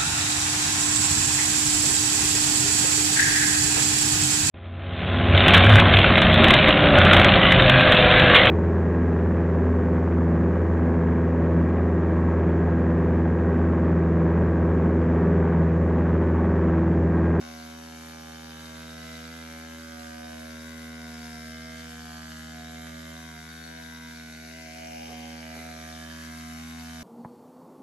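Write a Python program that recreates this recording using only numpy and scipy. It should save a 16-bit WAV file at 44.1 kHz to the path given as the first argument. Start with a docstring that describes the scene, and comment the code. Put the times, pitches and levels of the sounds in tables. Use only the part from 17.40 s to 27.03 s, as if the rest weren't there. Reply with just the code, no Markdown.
"""The rasping drone of a backpack petrol fogger, about 80 firings a second, carried down a garden path.
Each firing gives a low hum, a sharp crack ringing in the exhaust tube and a puff of gas, over the hiss
of the smoke jet and the whistle of its nozzle. Leaves scatter and shade the sound, the ground echoes it.
Late on, the listener takes a few soft steps past a vine-covered tree; faint outdoor air lies beneath."""
import sys
import numpy as np
from scipy import signal
from scipy.fft import rfft, irfft, next_fast_len
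from scipy.io import wavfile
from scipy.ndimage import uniform_filter1d, map_coordinates

SR = 44100
rng = np.random.default_rng(int(sys.argv[2]) if len(sys.argv) > 2 else 0)


def pcm_store(signal):
    """Save signal as 16-bit PCM."""
    levels = np.round(np.clip(np.atleast_2d(signal), -1, 1) * 32767)
    wavfile.write(sys.argv[1], SR, levels.astype(np.int16).T)


N = 424683

# resonances of the silencer and heat shield: pitch_hz, width_hz, lift_db
TUBE = [(1604, 360, 8), (2047, 70, 8.5), (3276, 390, -3), (3710, 290, 3), (4370, 130, 1), (5600, 120, -7),
        (5750, 150, 6.5)]


def firing_turns(strides_per_s=.967, first_stride_s=.357, sway_hz=.39, hunt_hz=.14):
    """Running count of firings: each stride rocks the engine's rate, and it hunts a little at random."""
    # engine speed before sway and hunting: time_s, rate_hz
    speed = [(0.0, 80.39), (0.27, 79.48), (0.44, 80.82), (1.08, 80.58), (1.16, 79.92), (1.79, 80.65),
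             (1.95, 81.96), (2.07, 80.75), (3.05, 80.28), (3.2, 79.75), (3.33, 80.45), (3.5, 79.85),
             (4.84, 79.96), (4.94, 79.46), (5.12, 80.18), (5.9, 80.75), (5.99, 79.7), (6.09, 80.8),
             (6.38, 81.0), (6.49, 80.18), (6.94, 79.48), (7.2, 81.63), (7.28, 80.07), (7.36, 80.95),
             (7.66, 80.22), (8.25, 81.22), (8.36, 79.82), (9.39, 80.83), (9.63, 79.67)]
    sway = np.cos(2 * np.pi * strides_per_s * (np.arange(N) / SR - first_stride_s))
    return np.cumsum(curve(speed) + sway_hz * sway + hunt_hz * drift(per_s=8)) / SR


def exhaust(turns, force_spread_db=.5, puff_db=-15, puff_uneven_db=3.0, puff_decay_turns=0.13):
    """Each firing, a little different in force, sends a crack and a puff of gas down the tube."""
    # tone of one crack: freq_hz, gain_db
    crack_tone = [(200, -67), (270, 6), (320, 4), (400, 1), (480, 6), (565, 5), (640, 6.5), (720, 6),
                  (860, -4), (1050, 3), (1300, 2), (1800, -7.5), (2600, -10), (3800, -10), (4700, -13.5),
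                  (7000, -22), (12000, -47)]
    # tone of the gas puff behind it: freq_hz, gain_db
    puff_tone = [(200, -39), (400, -9), (900, -4), (1500, -1.5), (2500, -5.5), (4500, 6.5), (7000, -9),
                 (9000, -15), (13000, -36.5)]
    # firings that hit harder: time_s, extra_db
    hard_firings = [(4.92, 4.4), (5.47, 5.8)]
    cycle = turns.astype(int)
    force, gust = np.clip(rng.standard_normal((cycle[-1] + 1, 2)), -2, 2).T
    onsets = np.interp(np.arange(1, cycle[-1] + 1), turns, np.arange(N))
    taps = onsets.astype(int)[:, None] + np.arange(-8, 9)
    cracks = np.zeros(N)
    np.add.at(cracks, np.clip(taps, 0, N - 1), np.sinc(taps - onsets[:, None]))  # clicks between samples
    force_db = force_spread_db * force
    for time_s, extra_db in hard_firings:
        force_db[round(turns[round(time_s * SR)])] += extra_db
    # the low bark repeats evenly; only the sharp front varies from firing to firing
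    nearest_firing = np.minimum(np.round(turns).astype(int), cycle[-1])
    varying = cracks * (amp(force_db) - 1)[nearest_firing]
    cracks = cracks + signal.lfilter(*signal.butter(1, 1200, "highpass", fs=SR), varying)
    puff_envelope = amp(puff_uneven_db * gust)[cycle] * np.exp(-(turns % 1) / puff_decay_turns)
    puffs = rng.standard_normal(N) * puff_envelope
    gas = unit(coloured(cracks, crack_tone, TUBE)) + amp(puff_db) * unit(coloured(puffs, puff_tone, TUBE))
    return smoke_tube(silencer(gas), feedback=0.29)


def silencer(x):
    """Each chamber holds back sound near its resonance, drawing the crack out into a short ring."""
    # silencer chambers: pitch_hz, width_hz
    chambers = [(520, 92), (1550, 1130), (2300, 480), (3800, 390)]
    for pitch_hz, width_hz in chambers:
        radius = np.exp(-np.pi * width_hz / SR)
        poles = [1, -2 * radius * np.cos(2 * np.pi * pitch_hz / SR), radius * radius]
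        x = signal.lfilter(poles[::-1], poles, x)  # all-pass
    return x


def smoke_tube(x, feedback, round_trip_ms=1.315, loss_hz=7000):
    """Sound runs to and fro in the smoke tube, losing treble on each trip."""
    def trip(hz):
        return feedback * np.exp(-(hz / loss_hz) ** 2 - 2j * np.pi * hz * round_trip_ms / 1000)
    return filtered(x, lambda hz: 1 / (1 - trip(hz)))


def metal_rings(x, q=20):
    """Single rings of the metal swell or duck smoothly as the machine swings."""
    # bell-shaped swells and dips: peak_s, half_width_s, pitch_hz, lift_db
    swells = [(1.0, 0.39, 810, 8), (1.5, 0.4, 3760, 6.5), (1.68, 0.12, 2000, 6), (2.16, 0.19, 2040, 7),
              (2.93, 0.071, 2100, -6), (3.5, 0.18, 2060, 5), (3.5, 0.22, 3680, 1), (4.1, 0.5, 5250, 7),
              (4.273, 0.15, 2110, 8.5), (4.7, 0.12, 2080, -10), (4.8, 0.29, 4520, 7),
              (4.78, 0.18, 3800, -11), (4.9, 1.1, 7400, 5), (5.35, 0.15, 3850, 5), (5.45, 0.29, 2090, 6),
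              (6.25, 0.18, 4420, 7), (6.5, 0.55, 970, 9), (6.755, 0.087, 4480, 6), (7.748, 0.54, 2910, 5),
              (7.852, 0.22, 805, 13), (3.8, .3, 950, 8), (7.9, .5, 7400, -4), (8.167, 0.14, 2000, 6),
              (8.7, 1.2, 6500, 1), (8.75, .12, 2100, -10), (8.75, .25, 1680, 11), (9.25, 0.47, 2130, 6)]
    t = np.arange(N) / SR
    for peak_s, half_width_s, pitch_hz, lift_db in swells:
        gain = amp(lift_db * np.exp(-((t - peak_s) / half_width_s) ** 2))
        x = x + (gain - 1) * resonance(x, pitch_hz, pitch_hz / q)
    return x


def hum(turns, lag_turns=0.067, tremble_db=0.38):
    """The exhaust's three lowest harmonics, trembling slightly; the third swings against the other two."""
    # harmonic levels: time_s, first_db, second_db, third_db
    levels = [(0.08, -54, -57, -45), (0.87, -53.5, -54.5, -48), (1.71, -50.5, -50.5, -46.5),
              (2.45, -52.5, -57.5, -45.5), (3.69, -50.5, -52, -43), (4.61, -50.5, -52, -46.5),
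              (5.57, -50, -50, -45), (6.07, -52.5, -52, -50.5), (6.67, -54, -54, -46),
              (7.36, -54, -55, -49), (7.81, -52, -53, -43), (8.49, -50, -52.5, -47),
              (9.21, -49.5, -50.5, -42), (9.55, -49, -51, -43.5)]
    angle = 2 * np.pi * (turns - lag_turns)
    tone = np.zeros(N)
    for harmonic, polarity in enumerate([-1, -1, 1], 1):
        gain = amp(curve(levels, column=harmonic) + tremble_db * drift(per_s=25))
        tone += polarity * gain * np.cos(harmonic * angle)
    return np.sqrt(2) * tone


def jet(turns, hiss_db=-0.5, sizzle_db=-5, throb=0.1, gust_db=0.85):
    """The smoke jet hisses a little unevenly, surging with every firing."""
    # jet level before the hiss and sizzle trims: time_s, level_db
    levels = [(0, -53), (3, -52.5), (5, -52.5), (7, -53.5), (8.2, -52), (9.63, -50.5)]
    # body of the hiss: freq_hz, gain_db
    hiss_tone = [(100, -8), (800, -6), (2000, 1), (4000, 2.5), (5600, -9), (7200, -1.5), (8300, -5.5),
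                 (9500, -2), (12000, -68), (13000, -61)]
    # its thin, sizzling top: freq_hz, gain_db
    sizzle_tone = [(6000, -40), (8300, -11), (9300, -5), (10300, 9.5), (11300, 9.5), (12000, 2),
                   (12500, -3.5), (13000, -15)]
    surge = 1 + throb * np.cos(2 * np.pi * (turns - .2))
    flow = amp(curve(levels) + gust_db * drift(per_s=10)) * surge
    hiss = smoke_tube(coloured(rng.standard_normal(N) * flow, hiss_tone, TUBE), feedback=0.091)
    hiss = unit(metal_rings(ground_echo(garden_echoes(hiss), depth=0.3)))
    sizzle = unit(coloured(rng.standard_normal(N) * flow, sizzle_tone))
    return flow.mean() * (amp(hiss_db) * hiss + amp(sizzle_db) * from_the_right(sizzle))


def whistle(pitch_hz=5710, stage_width_hz=1380, spread=0.7):
    """Gas rushing through the nozzle sings in one high, broad, smooth band."""
    # nozzle whistle: time_s, level_db
    levels = [(0, -58.5), (1.7, -59), (3, -61.5), (6.3, -60), (7.35, -57), (8, -57), (9.63, -57.5)]
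    rush = rng.standard_normal((3, N))  # shared, left, right
    for _ in range(2):
        rush = resonance(rush, pitch_hz, stage_width_hz)
    return amp(curve(levels)) * unit(from_the_right(rush[0]) + spread * rush[1:])


def plant_shade(x, thud_db=-59, thud_follow=0.24, edge_lift_db=1.09, flutter_db=1.5):
    """Plants let each band of the cracks through by a changing amount; the drone and notes flutter."""
    # crossovers between thud, bark, drone, low note, note, middle, ring and edge: freq_hz
    splits = [445, 520, 600, 680, 770, 1390, 1850]
    # low bark near 480 Hz: time_s, level_db
    bark = [(0.0, -75), (1.85, -57.5), (2.73, -86), (2.84, -63.5), (4.58, -59), (4.77, -72), (5.36, -64),
            (5.6, -73), (6.36, -63), (7.35, -70.5), (7.72, -60), (8.58, -71), (8.72, -84), (9.63, -64)]
    # drone near 560 Hz: time_s, level_db
    drone = [(0.0, -56.5), (1.55, -60.5), (1.69, -65.5), (2.22, -54), (3.35, -57), (4.48, -74), (5.71, -59),
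             (6.01, -75), (6.3, -63.5), (6.6, -87), (7.08, -67), (7.94, -54.5), (8.02, -62), (8.85, -61.5),
             (9.06, -75), (9.28, -69), (9.44, -83), (9.63, -76)]
    # the tube's low note near 640 Hz: time_s, level_db
    low_note = [(0.0, -88), (0.48, -84), (0.77, -64), (0.94, -76), (1.29, -60), (1.74, -55.5), (2.33, -74),
                (2.63, -69), (2.79, -84), (2.87, -61), (3.08, -59), (3.35, -67), (3.7, -62), (3.86, -73),
                (4.08, -56), (4.37, -54.5), (4.64, -74), (4.69, -62), (5.71, -59), (6.01, -72), (7.45, -54),
                (7.83, -79), (7.89, -77), (8.05, -51.5), (9.41, -69), (9.63, -56)]
    # the tube's note near 720 Hz: time_s, level_db
    note = [(0, -52), (0.67, -64), (0.96, -62), (1.26, -78), (1.36, -73), (1.55, -63), (2.0, -62),
            (2.25, -57), (2.41, -76), (2.6, -52.5), (2.95, -56), (3.22, -71), (3.45, -60), (3.95, -53),
            (4.1, -65), (4.48, -62), (4.69, -53), (4.98, -73), (5.15, -54), (5.44, -55.5), (5.6, -84),
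            (5.77, -57), (6.05, -60.5), (6.4, -55), (6.6, -71), (6.75, -65), (7.1, -61), (7.35, -52),
            (7.72, -47), (8.02, -62), (8.12, -53), (8.6, -54), (8.78, -76), (8.93, -58), (9.17, -54.5),
            (9.28, -68), (9.35, -54.5), (9.63, -60)]
    # midrange body: time_s, level_db
    middle = [(0.0, -55.5), (0.54, -57), (0.72, -55), (4.48, -59), (4.75, -54.5), (5.15, -60), (5.85, -57),
              (6.41, -63), (6.6, -56.5), (6.95, -66.5), (7.59, -62), (7.72, -57), (8.18, -57), (9.63, -56)]
    # nasal ring: time_s, level_db
    ring = [(0.0, -53.5), (0.4, -57), (1.69, -53), (4.99, -51), (5.52, -54), (6.41, -49.5), (7.0, -53),
            (7.78, -60), (7.89, -55.5), (8.66, -54), (8.72, -51.5), (9.2, -56), (9.5, -54.5), (9.63, -54)]
    # sharp upper edge, before its lift: time_s, level_db
    edge = [(0.08, -53.5), (0.39, -56), (1.55, -53), (1.66, -51), (2.45, -55), (4.41, -51), (4.56, -53.5),
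            (6.94, -53), (7.33, -50.5), (9.55, -53.5)]
    lowpassed = [filtered(x, lambda hz: 1 / (1 + (hz / split) ** 40)) for split in splits]
    bands = np.diff([0 * x, *lowpassed, x], axis=0)
    drone_db = curve(drone)
    flutter = [flutter_db * drift(per_s=22) for _ in range(3)]
    levels = [thud_db + thud_follow * (drone_db - drone_db.mean()),
              curve(bark),
              drone_db + .5 * flutter[0],
              curve(low_note) + .5 * flutter[1],
              curve(note) + flutter[2],
              curve(middle), curve(ring), curve(edge) + edge_lift_db]
    shaded = np.zeros((2, N))
    for band, level_db in zip(bands, levels):
        # even out each band, then ride its level; the two sides never cancel completely
        power = .8 * band.mean(0) ** 2 + .2 * (band ** 2).mean(0)
        envelope = np.sqrt(uniform_filter1d(power, size=SR // 6) + 1e-12)
        shaded += band / envelope * amp(level_db)
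    return shaded


def garden_echoes(x, t60_s=0.54, near_db=10, near_decay_s=0.012):
    """Direct sound plus echoes off near leaves and farther trunks, shifting as the carrier walks."""
    # leaf scatter relative to the direct sound: freq_hz, gain_db
    scatter = [(100, -36), (300, -8), (600, -3.5), (1000, 6), (1500, -5), (2500, 4), (4000, -1.5),
               (6000, 5.5), (9000, 1)]
    t = np.arange(SR // 4) / SR
    decay = amp(-60 * t / t60_s) + amp(near_db) * np.exp(-t / near_decay_s)
    crossfades = np.array([drift(per_s=1.7) for _ in range(4)])  # four echo patterns
    crossfades /= np.linalg.norm(crossfades, axis=0)
    echoes = np.zeros((2, N))
    for fade in crossfades:
        tail = rng.standard_normal((2, len(t))) * decay
        tail /= np.linalg.norm(tail, axis=1, keepdims=True)
        echoes += fade * signal.oaconvolve(x[None], tail, axes=1)[:, :N]
    return from_the_right(x) + filtered(echoes, lambda hz: amp(read(scatter, hz)))


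def ground_echo(x, grass_hz=4600, depth=1):
    """A grass-dulled bounce carves a comb that sweeps with path height; shallower for a wide source."""
    # ground bounce, sooner as the listener passes the tree: time_s, delay_ms, strength (0-1)
    bounce = [(0, 0.66, 0.1), (3.3, 0.57, 0.32), (4.3, 0.61, 0.35), (5.3, 0.58, 0.45), (6.2, 0.56, 0.5),
              (6.85, 0.51, 0.45), (7.3, 0.41, 0.72), (7.8, 0.37, 0.72), (8.02, 0.4, 0.68),
              (8.25, 0.48, 0.68), (8.5, 0.56, 0.55), (8.9, 0.65, 0.1), (9.63, 0.6, 0.1)]
    positions = np.arange(N) - curve(bounce) * SR / 1000
    dull = filtered(x, lambda hz: 1 / (1 + (hz / grass_hz) ** 4))
    echo = np.array([map_coordinates(side, [positions], order=3) for side in dull])
    return x + depth * curve(bounce, column=2) * echo


def from_the_right(x):
    """Sound from just right of centre reaches the left microphone a little later."""
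    # left phase against right, bent by the case between the two ports: freq_hz, lead_rad
    port_phase = [(80, -0.13), (250, -0.25), (500, -.6), (1400, -1), (2300, -.4), (3500, -1), (4400, -0.6),
                  (5400, -2.8), (6200, -.4), (7500, .2), (8200, 1.5), (8900, -.4), (10000, -3),
                  (10500, -3.3), (11800, -6.2), (13000, -6.4)]
    left = filtered(x, lambda hz: np.exp(1j * read(port_phase, hz)))
    return np.array([left, x])


def steps():
    """Close, dull footfalls press softly into the grass."""
    # foot presses: peak_s, level_db, half_width_s
    presses = [(6.94, -67, 0.042), (7.7, -52, 0.02), (7.734, -53.5, 0.013), (8.174, -49, 0.021),
               (8.327, -63, 0.12)]
    # tone of a step: freq_hz, gain_db
    step_tone = [(20, -6), (60, -4), (150, -4), (450, 3), (700, 0), (1100, -8), (4000, -27), (12000, -65)]
    t = np.arange(N) / SR
    envelope = sum(amp(level_db) * np.exp(-((t - peak_s) / half_width_s) ** 2)
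                   for peak_s, level_db, half_width_s in presses)
    return envelope * unit(coloured(rng.standard_normal(N), step_tone))


def air(mid_db=-68.5, spread=0.82):
    """A faint, low bed of outdoor noise, partly alike on both sides."""
    # tone of the open air: freq_hz, gain_db
    air_tone = [(15, -34), (40, -28), (70, -6), (200, 3.5), (330, -4.5), (800, -11), (3000, -22.5)]
    mid, side = (unit(coloured(rng.standard_normal(N), air_tone)) for _ in range(2))
    return amp(mid_db) * np.array([mid + spread * side, mid - spread * side])


def amp(db):
    """Decibels to gain."""
    return 10 ** (np.asarray(db) / 20)


def unit(x):
    """Scales to rms 1."""
    return x / np.sqrt(np.mean(x ** 2) + 1e-20)


def curve(rows, column=1):
    """One column of a time table, at every sample."""
    rows = np.array(rows)
    return np.interp(np.arange(N) / SR, rows[:, 0], rows[:, column])


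def read(points, hz):
    """Reads a spectrum table on a log-frequency axis."""
    freqs, values = np.transpose(points)
    return np.interp(np.log(hz + 1), np.log(freqs), values)


def drift(per_s):
    """Slow random wandering of rms 1, at up to per_s cycles a second."""
    t = np.linspace(0, N / SR, num=2000)
    rates = per_s * np.geomspace(1 / 10, 1, num=16)
    waves = sum(np.sin(2 * np.pi * (rate * t + rng.random())) for rate in rates)
    return np.interp(np.arange(N) / SR, t, unit(waves))


def filtered(x, response):
    """Applies a response given as a function of frequency."""
    size = next_fast_len(N + 8192)
    return irfft(rfft(x, size) * response(np.fft.rfftfreq(size, 1 / SR)), size)[..., :N]


def coloured(x, spectrum, resonances=(), size=4096):
    """A causal EQ: a broad tone curve with ringing peaks and dips."""
    hz = abs(np.fft.fftfreq(size, 1 / SR))
    peaks_db = sum(lift / (1 + (2 * (hz - pitch) / width) ** 2) for pitch, width, lift in resonances)
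    log_gain = np.log(amp(read(spectrum, hz) + peaks_db))
    impulse = np.fft.ifft(np.exp(np.conj(signal.hilbert(log_gain)))).real  # minimum phase
    return signal.oaconvolve(x, impulse[:size // 2])[:N]


def resonance(x, centre_hz, width_hz):
    """The part of a sound that one resonance picks up."""
    return signal.lfilter(*signal.iirpeak(centre_hz, centre_hz / width_hz, fs=SR), x)


def scene():
    """The fogger in the garden, with steps and air."""
    # the fogger's stereo balance: freq_hz, left_over_right_db
    balance = [(80, -0.5), (250, -1), (700, -3), (1500, -2.5), (2200, -1), (3000, 2.5), (4400, 1),
               (5500, 7), (7600, 3.5), (9000, -0.5), (11000, 0.5)]
    turns = firing_turns()
    cracks = ground_echo(garden_echoes(exhaust(turns)))
    cracks = plant_shade(metal_rings(cracks))
    fogger = from_the_right(hum(turns)) + cracks + jet(turns) + whistle()
    fogger = filtered(fogger, lambda hz: amp(np.outer([.5, -.5], read(balance, hz))))
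    return fogger + steps() + air()


def record(dry, cutoff_hz=12900):
    """A steep low-pass takes off the very top."""
    lowpass = signal.firwin(511, cutoff_hz, window=("kaiser", 9), fs=SR)
    return signal.oaconvolve(dry, lowpass[None], "same")


dry = scene()
out = record(dry)
pcm_store(out)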